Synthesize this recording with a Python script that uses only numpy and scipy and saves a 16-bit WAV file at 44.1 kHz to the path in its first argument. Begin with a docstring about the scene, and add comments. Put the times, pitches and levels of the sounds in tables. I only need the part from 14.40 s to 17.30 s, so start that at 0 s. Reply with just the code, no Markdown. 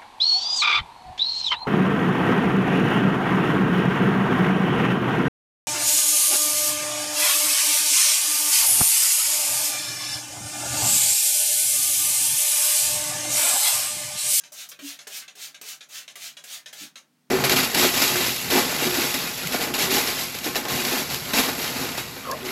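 """A small plastic spray bottle clacks in a bathroom, then is pumped nine times, about 3.5 times a second.
Each press starts with a spit, most with a knock on the pump, and swells into a hiss of mist.
Some presses die with a sputter; on release the plunger clacks back and sucks up liquid.
Two soft hollow notes sound early on and one near the end.
All along, hard walls answer the bottle over a faint room hum."""
import sys
import numpy as np
from scipy import signal
from scipy.fft import rfft, irfft, next_fast_len
from scipy.io import wavfile
from scipy.ndimage import uniform_filter1d, map_coordinates

SR = 44100
rng = np.random.default_rng(int(sys.argv[2]) if len(sys.argv) > 2 else 0)


def master_out(mix):
    """Clip the mix to full scale and print it as 16-bit PCM to the path in sys.argv[1]."""
    frames = np.transpose(np.atleast_2d(mix))
    ceiling = np.clip(frames, -1, 1)
    pcm = np.round(ceiling * 32767).astype(np.int16)
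    wavfile.write(sys.argv[1], SR, pcm)


N = 127890
TIME = np.arange(N) / SR


def spray():
    """Pressure swells and falls with each press: the mist follows it steeply, the liquid jet barely."""
    # The presses. Each row: start, time to full pressure and fall time, all in seconds,
    # then mist level in dB and extra treble in dB.
    presses = [(0.12, .085, 0.053, -38.5, -1), (0.392, 0.085, 0.076, -37.5, -1),
               (0.67, 0.087, 0.063, -36.5, -0.5), (0.954, 0.075, 0.063, -37, -2.5),
               (1.212, 0.081, .058, -37, -0.5), (1.488, 0.075, 0.062, -37, -3),
               (1.754, 0.095, 0.057, -37, -2), (2.039, 0.097, 0.05, -37, -1.5),
               (2.328, 0.088, 0.052, -38, -4.5)]
    # The tone of the mist and of the coarse jet. Each row: frequency in Hz, level in dB.
    mist_tone = [(200, -54), (500, -32), (900, -32), (1300, -10), (2000, -8), (3000, -1.5), (4000, -0.5),
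                 (5000, -3), (6600, -0.5), (7600, -4.5), (11800, -8.5), (13600, -6), (16000, -15)]
    jet_tone = [(100, -35), (300, -23.5), (650, 4.5), (1000, -1.5), (1600, -1), (2500, 4.5), (5000, -23),
                (16000, -7.5)]
    start_db, end_db = 18.5, 13.5  # how far below its peak the mist starts, and is after the fall time
    treble_hz, treble_follows = 7800, 1.24  # fine mist needs more pressure
    jet_db, jet_follows, jet_stop_s = -20, 0.13, 0.004
    mist, fine_mist, jet = np.zeros((3, N))
    for start, rise, fall, db, treble_db in presses:
        t = TIME - start
        rise_left = np.clip(1 - t / rise, 0, 1)
        fall_done = np.maximum((t - rise) / fall, 0)
        swell_db = -start_db * rise_left ** 1.6 - end_db * fall_done ** 2.22
        valve = np.clip(t / 0.006, 0, 1)
        jet_stop = np.exp(-np.maximum(t - rise - fall, 0) / jet_stop_s)
        mist += valve * gain(db + swell_db)
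        fine_mist += valve * gain(db + treble_db + treble_follows * swell_db)
        jet += valve * gain(db + jet_db + jet_follows * swell_db) * jet_stop
    hiss = noise(mist_tone, grain_db=2.0) * gain(0.2 * wobble(rate=140))
    treble = filtered(hiss, lambda hz: high_pass(hz, treble_hz))
    return mist * (hiss - treble) + fine_mist * treble + jet * noise(jet_tone, grain_db=3.5)


def spits():
    """The nozzle spits air and droplets as the valve opens or under a harder squeeze."""
    # The spits. Each row: start in seconds, burst level in dB, fizz level in dB,
    # attack in seconds, seconds to fade by 60 dB.
    events = [(0.119, -30, -38, .012, 0.087), (0.287, -36, -39.5, 0.0029, 0.08),
              (.390, -46.5, -60, 0.0011, 0.067), (0.67, -34.5, -48, 0.0013, 0.068),
              (0.765, -28.5, -55, 0.0052, 0.083), (.952, -44.5, -60, .002, 0.079),
              (1.213, -36, -43, 0.00075, 0.056), (1.487, -45.5, -52, 0.0056, 0.098),
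              (1.755, -37, -47, .002, 0.073), (2.038, -37, -55, 0.0013, 0.066),
              (2.328, -39, -48, .001, 0.071)]
    # The tone of the burst and of its high fizz. Each row: frequency in Hz, level in dB.
    burst_tone = [(200, -31), (600, -3), (2000, -6), (4000, 1), (6500, 9), (9000, 2.5), (14000, 1),
                  (16000, -8)]
    fizz_tone = [(2000, -21), (6000, -42), (9000, 6), (11500, -2.5), (14000, 10), (16000, -5.5)]
    bursts = sum(gain(db) * struck(start, fade, attack) for start, db, _, attack, fade in events)
    fizz = sum(gain(db) * struck(start, fade, attack) for start, _, db, attack, fade in events)
    return noise(burst_tone, grain_db=3.5) * bursts + noise(fizz_tone, grain_db=4.5) * fizz


def sputters():
    """The last coarse drops sputter out as the pressure dies."""
    # The sputters. Each row: time of the peak in seconds, level in dB.
    events = [(.826, -42.5), (1.602, -62), (2.175, -69), (2.462, -61)]
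    # Their dull tone. Each row: frequency in Hz, level in dB.
    tone = [(400, -32), (900, -14.5), (1400, -3), (2200, -0.5), (4000, -7), (12000, -27)]
    return noise(tone) * sum(gain(db) * puff(peak, width_s=0.0059) for peak, db in events)


def finger_knocks():
    """The finger knocks the pump head: a click, and a hollow thud from the bottle."""
    # The knocks. Each row: start in seconds, click level in dB, thud level in dB.
    knocks = [(.390, -36, -47.5), (.669, -34, -46.5), (.952, -48, -53), (1.213, -40, -46.5),
              (1.755, -36, -51.5), (2.039, -40.5, -55), (2.328, -36.5, -55)]
    # The tone of the click. Each row: frequency in Hz, level in dB.
    click_tone = [(100, -33), (300, -36), (600, 7), (900, -6.5), (1600, 3.5), (3200, 6.5), (5000, -4),
                  (12000, -38)]
    # The bottle's low ringing notes. Each row: pitch in Hz, level in dB, seconds to fade by 60 dB.
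    thud_notes = [(348, -12.5, 0.06), (416, -0.5, 0.071), (527, -9.5, 0.047)]
    clicks = noise(click_tone) * sum(gain(db) * struck(start, fade_s=0.043) for start, db, _ in knocks)
    thuds = sum(gain(db) * ringing(start, thud_notes) for start, _, db in knocks)
    return clicks + thuds


def plunger():
    """The plunger springs back with a clack that rings the bottle, then sucks up liquid."""
    # The returns. Each row: start in seconds, clack level in dB, suction level in dB.
    returns = [(-.020, -28, -52.5), (.036, -37.5, -51.5), (.315, -34.5, -75), (.589, -35, -49),
               (.879, -35.5, -60), (1.144, -36, -66), (1.407, -35, -53), (1.678, -34.5, -49.5),
               (1.968, -34.5, -50.5), (2.259, -33, -49.5), (2.556, -35, -51)]
    # The tone of the clack and of the suction. Each row: frequency in Hz, level in dB.
    clack_tone = [(150, -63), (300, -33.5), (600, -9), (850, -18.5), (1500, -7.5), (2000, -5.5), (2860, -3),
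                  (4000, -1.5), (4700, -10.5), (6600, -6), (7600, -15), (12300, -21.5), (16000, -43)]
    suction_tone = [(200, -29.5), (600, 0), (1000, -8), (1600, -2), (3500, -7), (6500, 8), (8000, -3),
                    (12000, -8), (16000, -20)]
    # The ring of bottle and pump. Each row: pitch in Hz, level in dB, seconds to fade by 60 dB.
    bottle_notes = [(604, -17.5, 0.19), (1591, -3.5, 0.084), (2190, -1.5, 0.048), (2810, -9, 0.16),
                    (3310, -3.5, 0.045), (3640, -9, 0.046), (3972, -2, 0.084)]
    ring_db, suck_delay_s = -14.5, 0.025
    hits = sum(gain(db) * struck(start, fade_s=0.053, attack_s=0.0011) for start, db, _ in returns)
    clacks = noise(clack_tone) * hits
    ring = sum(gain(db + ring_db) * ringing(start, bottle_notes) for start, db, _ in returns)
    sucks = sum(gain(db) * puff(start + suck_delay_s, width_s=0.015) for start, _, db in returns)
    return clacks + ring + noise(suction_tone, grain_db=4.5) * sucks


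def hollow_notes():
    """Soft hollow notes swell and die; the two deeper ones start with a dull bump."""
    # The notes. Each row: start in seconds, pitch in Hz, level in dB, rise in seconds,
    # seconds to fade by 60 dB.
    notes = [(.112, 602, -49.5, 0.015, 0.11), (0.414, 282.5, -33.5, .038, .2),
             (2.408, 292, -48, 0.028, 0.16)]
    # The bumps. Each row: start in seconds, level in dB.
    bumps = [(.388, -51), (2.408, -45)]
    # The tone of a bump. Each row: frequency in Hz, level in dB.
    bump_tone = [(60, -40), (150, -8.5), (230, -1.5), (310, -7), (420, -11), (1000, -69)]
    hits = sum(gain(db) * struck(start, fade_s=0.22, attack_s=0.009) for start, db in bumps)
    sound = noise(bump_tone) * hits
    for start, hz, db, rise, fade in notes:
        t = TIME - start
        swell = np.clip(t / rise, 0, 1) * fading(t - rise, fade)
        sound += gain(db) * swell * np.sin(2 * np.pi * hz * t)
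    return sound


def bathroom(sound):
    """The walls echo the sound: a little of the echo stays the same, the rest changes as the bottle moves."""
    step_s, steady_share = 0.06, 0.04
    echoes = np.sqrt(steady_share) * signal.fftconvolve(sound, wall_echo())[:N]
    for middle in np.arange(0, N / SR, step_s):  # each overlapping slice gets an echo of its own
        first, last = max(int((middle - step_s) * SR), 0), int((middle + step_s) * SR)
        window = np.cos(np.pi / 2 * (TIME[first:last] - middle) / step_s)
        echo = signal.fftconvolve(sound[first:last] * window, wall_echo())[:N - first]
        echoes[first:first + len(echo)] += np.sqrt(1 - steady_share) * echo
    return echoes


def wall_echo():
    """Hard walls answer a click with a short, dense echo whose treble dies first."""
    # How long the room rings. Each row: frequency in Hz, seconds to fade by 60 dB.
    fade_times = [(200, 0.24), (1200, 0.26), (3000, 0.17), (7000, 0.15), (11000, 0.16), (15000, 0.15)]
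    hz, t, bands = signal.stft(rng.standard_normal(SR // 2), SR, nperseg=256)
    faded = bands * fading(t, value_at(fade_times, hz)[:, None])
    echo = signal.istft(faded, SR, nperseg=256)[1]
    echo *= np.clip(np.arange(len(echo)) / SR / 0.0037, 0, 1)  # builds up over 3.7 ms
    return echo / np.linalg.norm(echo)


def background():
    """Faint room noise with a hum that wavers in level and pitch."""
    # The tone of the room noise. Each row: frequency in Hz, level in dB.
    room_tone = [(25, -50), (100, -29.5), (140, -12), (250, -8), (330, -14), (440, -20.5), (1300, -24),
                 (5000, -27.5), (13000, -34), (16000, -34)]
    # The notes of the hum. Each row: start in seconds, pitch in Hz, level in dB.
    hum_notes = [(-.1, 146, -75.5), (-.1, 184, -87), (2.69, 251.5, -66.5)]
    noise_db, waver_db, fade_in_s = -68.5, 2, 0.02
    hum = np.zeros(N)
    for start, hz, db in hum_notes:
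        fade_in = np.clip((TIME - start) / fade_in_s, 0, 1)
        level = gain(db + waver_db * wobble(rate=6.2))
        hum += fade_in * level * np.sin(2 * np.pi * hz * TIME + 0.52 * wobble(rate=12))
    return gain(noise_db) * noise(room_tone) + hum


def ringing(start, notes):
    """Struck plastic rings at its own notes, a little different in level and pitch each time."""
    sound = np.zeros(N)
    for hz, db, fade in notes:
        louder, higher = rng.standard_normal(2)
        wave = np.sin(2 * np.pi * hz * (1 + 0.0061 * higher) * (TIME - start))
        sound += gain(db + 2 * louder) * struck(start, fade) * wave
    return sound


def noise(tone, grain_db=None):
    """Noise of the given tone at a standard level; grain_db breaks it into a steady flow of droplets."""
    white = rng.standard_normal(N)
    if grain_db is not None:
        drops = gain(grain_db * wobble(rate=1500))
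        flow = np.sqrt(np.abs(uniform_filter1d(drops ** 2, size=500)))
        white = white * drops / flow
    shaped = filtered(white, lambda hz: gain(value_at(tone, hz)))
    return shaped / np.sqrt(np.mean(shaped ** 2) + 1e-20)


def struck(start, fade_s, attack_s=0.0007):
    """The loudness of a hit: a quick rise, then a fade."""
    t = np.maximum(TIME - start, 0)
    return (1 - np.exp(-t / attack_s)) * fading(t, fade_s)


def fading(t, fade_s):
    """Stays at 1 until t is zero, then drops by 60 dB every fade_s seconds."""
    return np.exp(-np.log(1000) * np.maximum(t, 0) / fade_s)


def puff(peak_s, width_s):
    """A smooth rise and fall in loudness around peak_s."""
    return np.exp(-((TIME - peak_s) / width_s) ** 2)


def wobble(rate):
    """A smooth curve through random points, rate of them a second."""
    return map_coordinates(rng.standard_normal(int(N * rate / SR) + 4), [TIME * rate])


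def filtered(sound, response):
    """Turn each frequency up or down by the factor response(hz)."""
    size = next_fast_len(N + 8192)
    return irfft(rfft(sound, size) * response(np.fft.rfftfreq(size, 1 / SR)), size)[:N]


def high_pass(hz, cut_hz):
    """A factor near 0 well below cut_hz and near 1 well above it."""
    return 1 - 1 / (1 + (hz / cut_hz) ** 4)


def value_at(table, hz):
    """Read between a table's rows, with frequency counted in octaves."""
    frequencies, values = np.transpose(table)
    return np.interp(np.log(hz + 1), np.log(frequencies + 1), values)


def gain(db):
    """Turn decibels into a factor to multiply by."""
    return 10 ** (np.asarray(db) / 20)


def scene():
    """The bottle and its echo, the hollow notes and the background, in one channel."""
    direct_db, echo_db = -1.5, -0.5
    bottle = spray() + spits() + sputters() + finger_knocks() + plunger()
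    in_room = gain(direct_db) * bottle + gain(echo_db) * bathroom(bottle)
    return (in_room + hollow_notes() + background())[None]


def record(dry):
    """Cut away the deep bass and the very highest treble."""
    low_cut_hz, top_hz = 58, 16150
    return filtered(dry[0], lambda hz: (hz < top_hz) * high_pass(hz, low_cut_hz))[None]


dry = scene()
out = record(dry)
master_out(out)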